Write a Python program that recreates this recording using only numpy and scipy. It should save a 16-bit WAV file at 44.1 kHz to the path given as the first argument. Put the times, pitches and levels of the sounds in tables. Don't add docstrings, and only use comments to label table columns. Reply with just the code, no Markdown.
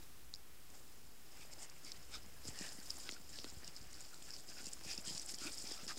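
import sys
import numpy as np
from scipy import signal
from scipy.fft import rfft, irfft
from scipy.io import wavfile
from scipy.ndimage import uniform_filter1d

SR = 44100
rng = np.random.default_rng(int(sys.argv[2]) if len(sys.argv) > 2 else 0)


def file_out(sig):
    cols = np.atleast_2d(sig).T
    lim = np.clip(cols, -1, 1)
    pcm = np.round(lim * 32767).astype(np.int16)
    wavfile.write(sys.argv[1], SR, pcm)


def magnitude_from_level(level_db):
    exponent = np.asarray(level_db, float) / 20
    return 10 ** exponent


N = 263718


def evened(x):
    return x / np.sqrt(np.mean(x ** 2) + 1e-20)


def coloured(x, points):
    table_hz, table_db = np.transpose(points)
    hz = np.fft.rfftfreq(len(x), 1 / SR)
    gain = magnitude_from_level(np.interp(np.log(hz + 1), np.log(table_hz + 1), table_db))
    return evened(irfft(rfft(x) * gain, len(x)))


def curves(rows):
    s, *columns = np.transpose(rows)
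    return [np.interp(np.arange(N) / SR, s, column) for column in columns]


def swells(rest_db, rows):
    t = np.arange(0, N, 44) / SR
    power = np.zeros(len(t))
    for peak_s, db, rise, fall in rows:
        away = np.maximum((peak_s - t) / rise, (t - peak_s) / fall)
        power += magnitude_from_level(2 * (db - 10 * away ** 1.5))
    return 10 * np.log10(magnitude_from_level(2 * rest_db) + np.interp(np.arange(N) / SR, t, power))


def resonate(x, hz, width):
    turn = np.exp(2j * np.pi * np.cumsum(hz * np.ones(len(x))) / SR)
    r = np.exp(-np.pi * width / SR)
    return 2 * (turn * signal.lfilter([1 - r], [1, -r], x / turn)).real


def resonate_twice(x, hz, width):
    return evened(resonate(resonate(x, hz, width), hz, width))


def drift(seconds):
    size = max(int(seconds * SR), 2)
    return evened(uniform_filter1d(uniform_filter1d(rng.standard_normal(N), size), size))


def crackle(per_s, spread_db, clump_db, hiss):
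    size = magnitude_from_level(spread_db * np.minimum(rng.exponential(1, N), 4))
    size = size * (rng.random(N) < per_s / SR)
    breaks = evened(size * rng.choice([-1., 1.], N))
    return (breaks + hiss * rng.standard_normal(N)) * magnitude_from_level(clump_db * drift(.006))


def patchy(x, db, bins, frames):
    z = signal.stft(x, nperseg=256, noverlap=192)[2]
    field = rng.standard_normal(z.shape)
    field = uniform_filter1d(uniform_filter1d(field, bins, axis=0), frames, axis=1)
    return evened(signal.istft(z * magnitude_from_level(db * evened(field)), nperseg=256, noverlap=192)[1][:N])


def add(mix, s, sound):
    part = mix[max(round(s * SR), 0):][:len(sound)]
    part += sound[:len(part)]


# time_s, level_db
NEAR = [(0.0, -73.5), (0.06, -79.5), (0.66, -81), (0.8, -75.5), (1.3, -73.9), (1.75, -70.8), (2.39, -73.9),
        (2.5, -63.0), (3.25, -72.3), (4.2, -68.6), (4.8, -67.0), (5.03, -74.3), (5.98, -70.0)]
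# peak_s, level_db, rise_10db_s, fall_10db_s,
# tips_db
SWEEPS = [(0.03, -67, 0.012, 0.012, -1), (0.772, -68.7, 0.1, 0.023, 1.7), (1.416, -66.5, 0.102, 0.07, -0.8),
          (1.534, -61.5, 0.016, 0.008, 4.9), (1.63, -58.2, 0.037, 0.023, 4.1),
          (1.88, -58.5, 0.045, 0.04, -3.5), (1.965, -67, 0.03, 0.02, -3), (2.026, -69.3, 0.012, 0.044, -6.4),
          (2.153, -54.0, 0.042, 0.026, -4.6), (2.228, -64.3, 0.015, 0.018, -9.0),
          (2.456, -59.5, 0.01, 0.012, 1.5), (2.487, -54.6, 0.024, 0.01, 1.9),
          (2.642, -52.4, 0.07, 0.06, -1.5), (2.754, -62.5, 0.089, 0.022, 4.2),
          (2.835, -64.9, 0.015, 0.09, 1.6), (2.905, -58, 0.012, 0.025, -3.1),
          (2.996, -64.2, 0.115, 0.182, 3.9), (3.134, -56.7, 0.164, 0.025, -9.0),
          (3.372, -60, 0.045, 0.088, -1.5), (3.412, -68, 0.3, 0.3, -1.5), (3.497, -61.9, 0.029, 0.012, 1.6),
          (3.688, -62.8, 0.061, 0.014, -2.3), (3.77, -65.5, 0.04, 0.025, 1.5),
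          (3.827, -62.4, 0.034, 0.024, -2.7),
          (4.011, -63.3, 0.092, 0.163, -0.9), (4.29, -62, 0.098, 0.026, -1.2),
         (4.342, -56, 0.014, 0.03, -7.4), (4.5, -60.7, 0.023, 0.06, -3.7),
         (4.598, -56.0, 0.033, 0.022, -4.3), (4.684, -55.7, 0.068, 0.012, -1.8),
         (4.736, -59.8, 0.017, 0.017, -1.5), (4.856, -56.1, 0.023, 0.15, -1.0),
         (4.914, -50, 0.03, 0.018, -8), (5.07, -48, 0.022, 0.085, -3.1), (5.165, -53.5, 0.06, 0.085, -1),
         (5.296, -53.5, 0.032, 0.033, 2.5), (5.343, -56, 0.007, 0.012, 1.5), (5.395, -55, 0.015, 0.093, -5),
         (5.468, -52.8, 0.069, 0.027, 0.8), (5.54, -57.5, 0.025, 0.012, -1),
         (5.605, -55.0, 0.126, 0.048, 1.5), (5.722, -53, 0.05, 0.09, -5.3), (5.84, -60, 0.05, 0.02, 0.5),
         (5.884, -48.5, 0.006, 0.03, -7.5), (5.976, -55, 0.015, 0.05, -3.4),
          (1.432, -64, .02, .015, -2), (2.709, -63, .015, .015, 5), (2.958, -62, .012, .01, -8),
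          (3.053, -64, .012, .012, 5), (3.302, -63, .012, .012, 2), (3.352, -58, .03, .015, -5),
          (3.956, -61, .015, .015, -5), (3.545, -66, .02, .02, -3), (4.151, -68, .012, .012, 5),
          (5.69, -53, .005, .018, -4), (4.262, -66, .025, .015, 4), (4.365, -55, .012, .015, -8),
          (4.405, -59, .03, .008, 1), (4.49, -58, .008, .015, -4), (4.54, -67, .012, .012, 3),
          (4.719, -62, .01, .01, -5), (4.836, -60, .008, .015, -6), (4.888, -56, .012, .015, 1),
          (4.932, -53, .01, .012, 1), (4.984, -58, .008, .02, 4), (5.313, -52, .015, .015, -1),
          (5.36, -58, .012, .006, 0.5), (5.493, -58, .015, .012, 3), (5.675, -54.5, .04, .01, -2),
          (5.742, -53, .015, .015, -2), (5.827, -57, .015, .015, -3), (5.857, -59, .012, .012, -3),
          (5.905, -52.5, .012, .035, -4.5), (5.425, -55, .02, .02, -3), (5.225, -60, .02, .012, 4)]


def leg_sweeps():
    sweeps = SWEEPS
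    rest_db = curves(NEAR)[0]
    blades_db = swells(rest_db, [row[:4] for row in sweeps])
    tip_rows = [(s, db + tips_db, rise, fall) for s, db, rise, fall, tips_db in sweeps]
    return blades_db, swells(rest_db + 1.0, tip_rows)


# freq_hz, density_db
BLADES = [(300, -28), (1300, -12), (2300, -11), (3200, -10), (4000, -10), (6200, -11), (16000, -32)]
# freq_hz, density_db
TIPS = [(4000, -31), (6100, -13), (7200, -5), (8500, -11.5), (11000, -26), (16000, -44)]


def grass(blades_db, tips_db):
    blades = coloured(crackle(per_s=2200, spread_db=1.8, clump_db=2.0, hiss=0.7), BLADES)
    port = magnitude_from_level(19.3) * resonate(blades, hz=5080, width=540)
    blades = patchy(blades + port, db=1.9, bins=5, frames=24)
    tips = coloured(crackle(per_s=1000, spread_db=2.3, clump_db=2.4, hiss=0.6), TIPS)
    tips = patchy(tips, db=1.4, bins=7, frames=16)
    return magnitude_from_level(blades_db + 2.0) * blades + magnitude_from_level(tips_db + 0.5) * tips


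# freq_hz, density_db
SOIL = [(30, -19), (90, -3.5), (200, -2), (320, 1.5), (450, -4.5), (800, -3.5), (1500, -35.5)]
# peak_s, level_db
GUSTS = [(0.0, -68), (.33, -65), (.65, -70), (1.0, -68), (1.55, -67), (1.8, -68), (2.15, -61), (2.48, -62),
         (2.9, -66), (3.3, -65), (3.58, -63), (3.9, -63), (4.86, -66), (5.13, -63), (5.5, -67), (5.9, -67)]


def ground(blades_db):
    stride_s, usual_sweep_db = .11, -62
    effort_db = uniform_filter1d(blades_db, int(stride_s * SR)) - usual_sweep_db
    weight_db = -67.7 + .45 * effort_db
    sod = coloured(crackle(per_s=400, spread_db=1.5, clump_db=1.3, hiss=1.5), SOIL)
    calm_db, gust_s = -80, .16
    buffet_db = swells(calm_db, [(s, db, gust_s, gust_s) for s, db in GUSTS])
    buffet = resonate_twice(rng.standard_normal(N), hz=55, width=60)
    return magnitude_from_level(weight_db) * sod + magnitude_from_level(buffet_db - 1.0) * buffet


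# time_s, scuff_db, spray_db
SCUFF = [(0.0, -84, -86), (1.2, -80, -86), (1.42, -67, -84), (2.0, -69.5, -84), (2.3, -70, -84),
         (2.47, -67, -70), (2.64, -61.5, -74), (2.8, -72, -72), (2.95, -65.5, -68), (3.1, -73, -76),
         (3.85, -67, -82), (4.1, -74, -84), (4.7, -72, -80), (5.1, -64, -68), (5.24, -74, -80),
         (5.3, -80, -66), (5.65, -67, -70), (5.98, -67, -78)]
# freq_hz, density_db
PADS = [(250, -30), (500, -1), (1200, -1), (2800, -2), (4200, -12), (8000, -40)]
# freq_hz, density_db
SPRAY = [(7000, -30), (9000, -1), (11500, -3), (14000, -16), (16000, -30)]


def scuffing():
    scuff_db, spray_db = curves(SCUFF)
    pads = coloured(crackle(per_s=900, spread_db=2.2, clump_db=2.5, hiss=0.6), PADS)
    pads = patchy(pads, db=2.2, bins=4, frames=20)
    spray = coloured(crackle(per_s=550, spread_db=2.3, clump_db=4.5, hiss=0.3), SPRAY)
    return magnitude_from_level(scuff_db) * pads + magnitude_from_level(spray_db) * spray


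# freq_hz, density_db
AIR = [(15, -47), (25, -3), (58, -4.5), (108, -13.5), (137, -8), (180, -13), (317, -13), (503, -16),
       (591, -23), (1190, -17.8), (1440, -18.2), (1840, -19.3), (6000, -22), (16000, -23.4)]


def air():
    level_db = -62.5 + 0.66 * drift(0.23)
    return magnitude_from_level(level_db) * coloured(rng.standard_normal(N), AIR)


# start_s, peak_db, length_ms, lowest_hz
STEMS = [(.3392, -33, 1.3, 3700), (1.9226, -43, 1.0, 3800), (2.6904, -39, .7, 3810),
         (2.801, -46, 1.6, 4300), (3.0909, -29, 1.2, 1350), (3.1222, -39, .7, 3160), (3.388, -35, .7, 2500),
         (3.4435, -35, 1.2, 1200), (3.451, -42, .7, 3070), (3.7695, -48, 1.3, 3950), (4.143, -46, .7, 3860),
         (4.2232, -45, .7, 2580)]
# start_s, peak_db, length_ms
DROPS = [(.3484, -41, 1.0), (.3588, -45, 1.0), (1.9186, -33.5, .7), (2.9041, -30, 1.1), (2.9057, -31, 1.0),
         (3.645, -41, 1.0), (3.6464, -46, 1.1), (3.7643, -41, 1.4), (3.9437, -46, 1.2), (4.3055, -38, 1.0),
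         (4.307, -43.5, 1.0), (4.3149, -45, 1.0), (4.34, -42, 2.0), (4.9779, -32, 1.7), (5.1964, -42, 1.5),
         (5.3438, -36.5, 1.4), (5.5434, -40, 1.0), (5.5818, -37, 1.3), (5.689, -41, 2.4),
         (5.7125, -39, 1.2), (5.7208, -35, 1.7), (5.8666, -42, 1.3), (2.4528, -46, 1.0), (2.4748, -41, 1.4),
         (2.5573, -45, 1.0), (2.8736, -50, 1.0), (2.8976, -46, 1.0), (2.9612, -49, 1.0), (3.1327, -44, 1.5),
         (3.3589, -46, 1.3), (3.8138, -49, 1.0), (3.9528, -48, 1.0), (3.9634, -49, 1.0), (4.3251, -48, 1.0),
         (4.3355, -47, 1.0), (4.364, -43, 1.4), (4.3982, -48, 1.0), (4.4935, -47, 1.0), (4.5555, -50, 1.0),
         (4.584, -43, 1.4), (4.7169, -49, 1.2), (4.8369, -46, 1.0), (4.9535, -44, 1.5), (5.3616, -47, 1.0),
         (5.5758, -44, 1.3), (5.7405, -41, 1.6), (5.9734, -42, 1.6)]
# start_s, peak_db, length_ms
TEARS = [(1.3723, -47, .7), (1.5353, -41, 1.4), (1.6982, -42, 1.4), (2.482, -38, .7), (2.5892, -34, .9),
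         (3.0024, -42.5, .9), (3.1124, -37, 1.3), (3.6774, -35, 1.3), (4.0253, -43, .8), (4.4887, -45, 1.2),
         (4.6602, -41, 1.0), (4.6671, -35, 2.2), (4.7927, -45, .7), (5.1277, -38, 1.0), (5.1502, -37, .7),
         (5.1783, -31, 1.7), (5.1956, -40, .7), (5.386, -36, 1.2), (5.8793, -36, 1.2), (2.611, -39, 1.2),
         (4.9308, -37, 1.2)]
# start_s, peak_db
TICKS = [(.7027, -49), (1.8478, -41), (3.293, -46), (3.5009, -41), (3.9304, -40.5), (4.006, -43),
         (4.0076, -41), (4.0141, -43), (4.6576, -37), (4.689, -40), (4.7313, -37), (4.7341, -32),
         (4.7345, -39), (5.0735, -38), (5.2227, -40), (5.2947, -40), (5.3399, -39), (2.4798, -42),
         (2.8594, -47), (4.6229, -44), (4.9267, -39), (5.0145, -43), (5.5219, -45), (5.6236, -41),
         (2.262, -50)]
# start_s, peak_db, lowest_hz, highest_hz
BAND_SNAPS = [(.3389, -42, 5300, 7500), (1.4113, -51, 6500, 9000), (2.9045, -42, 8500, 13000),
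              (2.8011, -47, 5000, 8500), (3.0924, -36.5, 1300, 3700), (5.1968, -39, 5500, 6300),
              (3.102, -44, 5500, 7300), (3.2973, -47, 6500, 8500), (3.444, -40, 3500, 6000),
              (4.1445, -50, 6500, 9000), (2.7327, -44, 8000, 12500), (4.2257, -45, 6800, 8600),
              (4.4057, -47, 7000, 9000), (4.6313, -48, 6500, 9000), (4.7387, -46, 7000, 10500),
              (4.811, -46, 900, 4500), (4.9507, -39, 6500, 9500), (5.0261, -49, 6500, 9000),
              (1.9187, -41, 3500, 4800), (5.1792, -36, 6500, 7800), (5.2617, -36, 7200, 10500),
              (5.5396, -46, 6500, 9000), (5.7784, -48, 6500, 9000), (5.8432, -46, 6500, 8500)]


def snaps():
    # start_s, peak_db, length_ms, lowest_hz, highest_hz, bright_db
    rows = [(*stem, 5050, -15) for stem in STEMS]
    rows += [(*drop, 4600, 5650, -13) for drop in DROPS]
    rows += [(*tear, 4350, 5850, -4) for tear in TEARS]
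    rows += [(*tick, .8, 4300, 6050, 7) for tick in TICKS]
    rows += [(s, db, 1.1, low_hz, high_hz, -18) for s, db, low_hz, high_hz in BAND_SNAPS]
    out, t = np.zeros(N), np.arange(600) / SR
    chance = rng.random((len(rows), 28))
    for (s, db, ms, low_hz, high_hz, bright_db), c in zip(rows, chance):
        onset = 1 - np.exp(-(t / (ms * 0.00059)) ** 2)
        wet_tail = 0.055 * np.exp(-t / .004)
        shape = onset * (np.exp(-(t / (ms * 0.0014)) ** 2) + wet_tail)
        band = max(high_hz - low_hz - 550 / ms, 250)
        body_hz = (low_hz + high_hz) / 2 + band * 1.2 * (np.arange(7) + .5 * c[:7] - 3.25) / 7
        tick_hz = 6500 + 620 * (np.arange(7) + c[7:14])
        scatter = (250 / (band + 400) + .12) * c[14:, None]
        phase = np.outer(np.r_[body_hz, tick_hz], t - ms * .0005) + scatter
        partials = shape * np.sin(2 * np.pi * phase)
        body = partials[:7].sum(0)
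        tick = magnitude_from_level(-3.4 * np.arange(7)) @ partials[7:]
        burst = evened(body) + magnitude_from_level(bright_db + 2.0) * evened(tick)
        add(out, s - ms * .0002, magnitude_from_level(db + 2.17) * burst / abs(burst).max())
    return out


# centre_s, length_s, breath_db, mouth_hz
PANT = [(.75, .04, -70, 696), (1.422, .05, -64, 2450), (1.96, .052, -70, 1950), (1.614, .091, -68, 760),
        (1.64, .07, -67, 2100), (1.885, .055, -64.5, 2200), (5.72, .08, -59.5, 3500),
        (2.153, .064, -60.5, 1340), (2.153, .064, -58, 3680), (2.139, .05, -62, 2280),
        (2.56, .05, -65, 1900), (2.643, .12, -57.5, 1750), (2.785, .04, -68, 1850), (3.068, .04, -66, 1530),
        (3.166, .043, -65, 1440), (3.346, .06, -66.5, 1720), (3.637, .077, -69, 1800),
        (3.995, .08, -71, 1500), (4.138, .06, -68, 1380), (4.292, .042, -62, 1580),
        (4.515, .038, -63.5, 1550), (4.592, .055, -59.5, 1470), (4.675, .055, -64, 2670),
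        (4.906, .083, -55, 2520), (5.084, .055, -58, 3160), (5.451, .063, -57, 1310),
        (5.477, .054, -55, 2460), (5.79, .1, -65, 1340), (5.912, .04, -56.5, 1230),
        (5.902, .04, -57.5, 1650), (2.479, .03, -66, 1400), (2.589, .02, -61, 2800), (2.63, .03, -60, 2500),
        (5.81, .03, -64, 2700), (4.348, .03, -59, 4500), (2.819, .03, -67, 1600), (1.885, .045, -62, 4600),
        (3.083, .02, -60, 1500), (4.915, .035, -54, 4750), (3.467, .02, -65, 1500), (3.682, .02, -63, 2800),
        (5.052, .025, -64, 1400), (4.884, .03, -61, 1850), (4.984, .025, -64, 2550),
        (5.388, .025, -61, 3200), (5.423, .03, -61, 1300), (5.423, .025, -61, 2900),
        (5.483, .03, -60, 1500), (5.662, .03, -62, 2300)]


def panting():
    out, breath = np.zeros(N), rng.standard_normal((len(PANT), 12000))
    for (s, length, db, low_hz), noise in zip(PANT, breath):
        high_hz = low_hz + 1250
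        low = resonate_twice(noise, low_hz, 380)
        high = resonate_twice(noise, high_hz, 460)
        skirt = resonate_twice(noise, (low_hz + high_hz) / 2, 5000)
        u = abs(np.arange(12000) - 6000) / SR / (length * 0.41)
        puff = np.exp(-u ** 1.7) * (low - magnitude_from_level(-5) * high + magnitude_from_level(-1) * skirt)
        add(out, s - 6000 / SR, magnitude_from_level(db) * puff)
    return out * magnitude_from_level(1.3 * drift(.004))


# peak_s, peak_db, pitch_hz
PAWS = [(2.172, -53, 354), (2.265, -52.5, 242), (2.455, -47, 320), (2.473, -53, 110), (2.488, -42.5, 215),
        (2.496, -47, 130), (2.612, -40.5, 265), (2.789, -46.5, 260), (3.094, -47, 360), (3.126, -48.5, 336),
        (3.394, -52, 285), (3.446, -41.5, 386), (3.467, -52, 331), (4.605, -52, 337), (4.632, -51, 313),
        (4.673, -49, 241), (4.863, -47, 203), (4.986, -45.5, 250), (5.078, -46, 238), (5.111, -47.5, 203),
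        (5.151, -48.5, 190), (5.339, -49.5, 274), (5.419, -46, 340), (5.643, -46.5, 276), (5.715, -43, 430),
        (5.834, -48, 239), (5.868, -49, 318), (5.972, -46, 337),
        (1.741, -57, 210), (1.983, -58, 174), (2.245, -56.5, 304), (3.204, -54.5, 190), (3.686, -57, 205),
         (3.809, -58, 144), (4.493, -54, 267), (4.814, -55, 420), (5.503, -54, 308), (5.698, -58, 279),
         (1.847, -55, 300), (2.531, -52, 420), (2.751, -54, 280), (2.953, -55, 330), (3.525, -53, 340),
         (3.633, -54, 280), (3.822, -55, 310), (4.552, -55, 300), (4.942, -52, 430), (3.387, -51, 620),
         (4.85, -50, 650), (5.492, -51, 650), (1.451, -53, 620), (2.483, -52, 650), (5.844, -53, 620)]


def paws():
    out, t = np.zeros(N), np.arange(2500) / SR
    for s, db, hz in PAWS:
        u = t * hz
        turns = 0.69 * u + .6 * (1 - np.exp(-u / 0.37))
        shudder = .16 * np.exp(-u / 1.5)
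        push = u / 0.47 * (np.exp(1 - u / 0.52) + shudder) * np.sin(2 * np.pi * turns)
        add(out, s - 0.623 / hz, magnitude_from_level(db - 2.8) * push)
    return out


# peak_s, peak_db, push_ms
THUMPS = [
    (3.5725, -45, 2.0),
    (3.397, -53, 2.2),
    (3.812, -51, 2.8),
    (3.247, -56, 2.2),
    (2.716, -57, 2),
    (5.455, -54, 2),
    (5.637, -56, 2),
    (1.95, -58, 2),
    (3.947, -57, 2.2),
    (3.655, -53, 1.5),
]


def thumps():
    out, t = np.zeros(N), np.arange(1600) / SR - .01
    for s, db, ms in THUMPS:
        u = t * 1000 / ms
        rebound = .45 * np.exp(-((u - 2.6) / 1.6) ** 2)
        add(out, s - .01, magnitude_from_level(db) * (np.exp(-u ** 2) - rebound))
    return out


def grunt():
    start_s, length_s, peak_db, pitch_hz = 5.437, .062, -47.5, 310
    t, out = np.arange(int(length_s * SR)) / SR, np.zeros(N)
    waver = 0.14 * drift(0.0058)[:len(t)]
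    turns = np.cumsum(pitch_hz * (1.04 - .1 * t / length_s + waver)) / SR
    voice = np.sin(2 * np.pi * turns) + magnitude_from_level(-14) * np.sin(4 * np.pi * turns)
    add(out, start_s, magnitude_from_level(peak_db) * np.hanning(len(t)) * voice)
    return out


def scene():
    blades_db, tips_db = leg_sweeps()
    lawn = grass(blades_db, tips_db) + ground(blades_db) + scuffing() + air() + snaps()
    dogs = panting() + paws() + thumps() + grunt()
    return (lawn + dogs)[None]


def top_cut(x):
    return signal.sosfilt(signal.butter(12, 16400, fs=SR, output="sos"), x)


def record(dry):
    edge = signal.firwin(601, 15800, window=("kaiser", 9), fs=SR)
    mix = signal.oaconvolve(dry, edge[None], "same") - .0033
    return top_cut(mix)


dry = scene()
out = record(dry)
file_out(out)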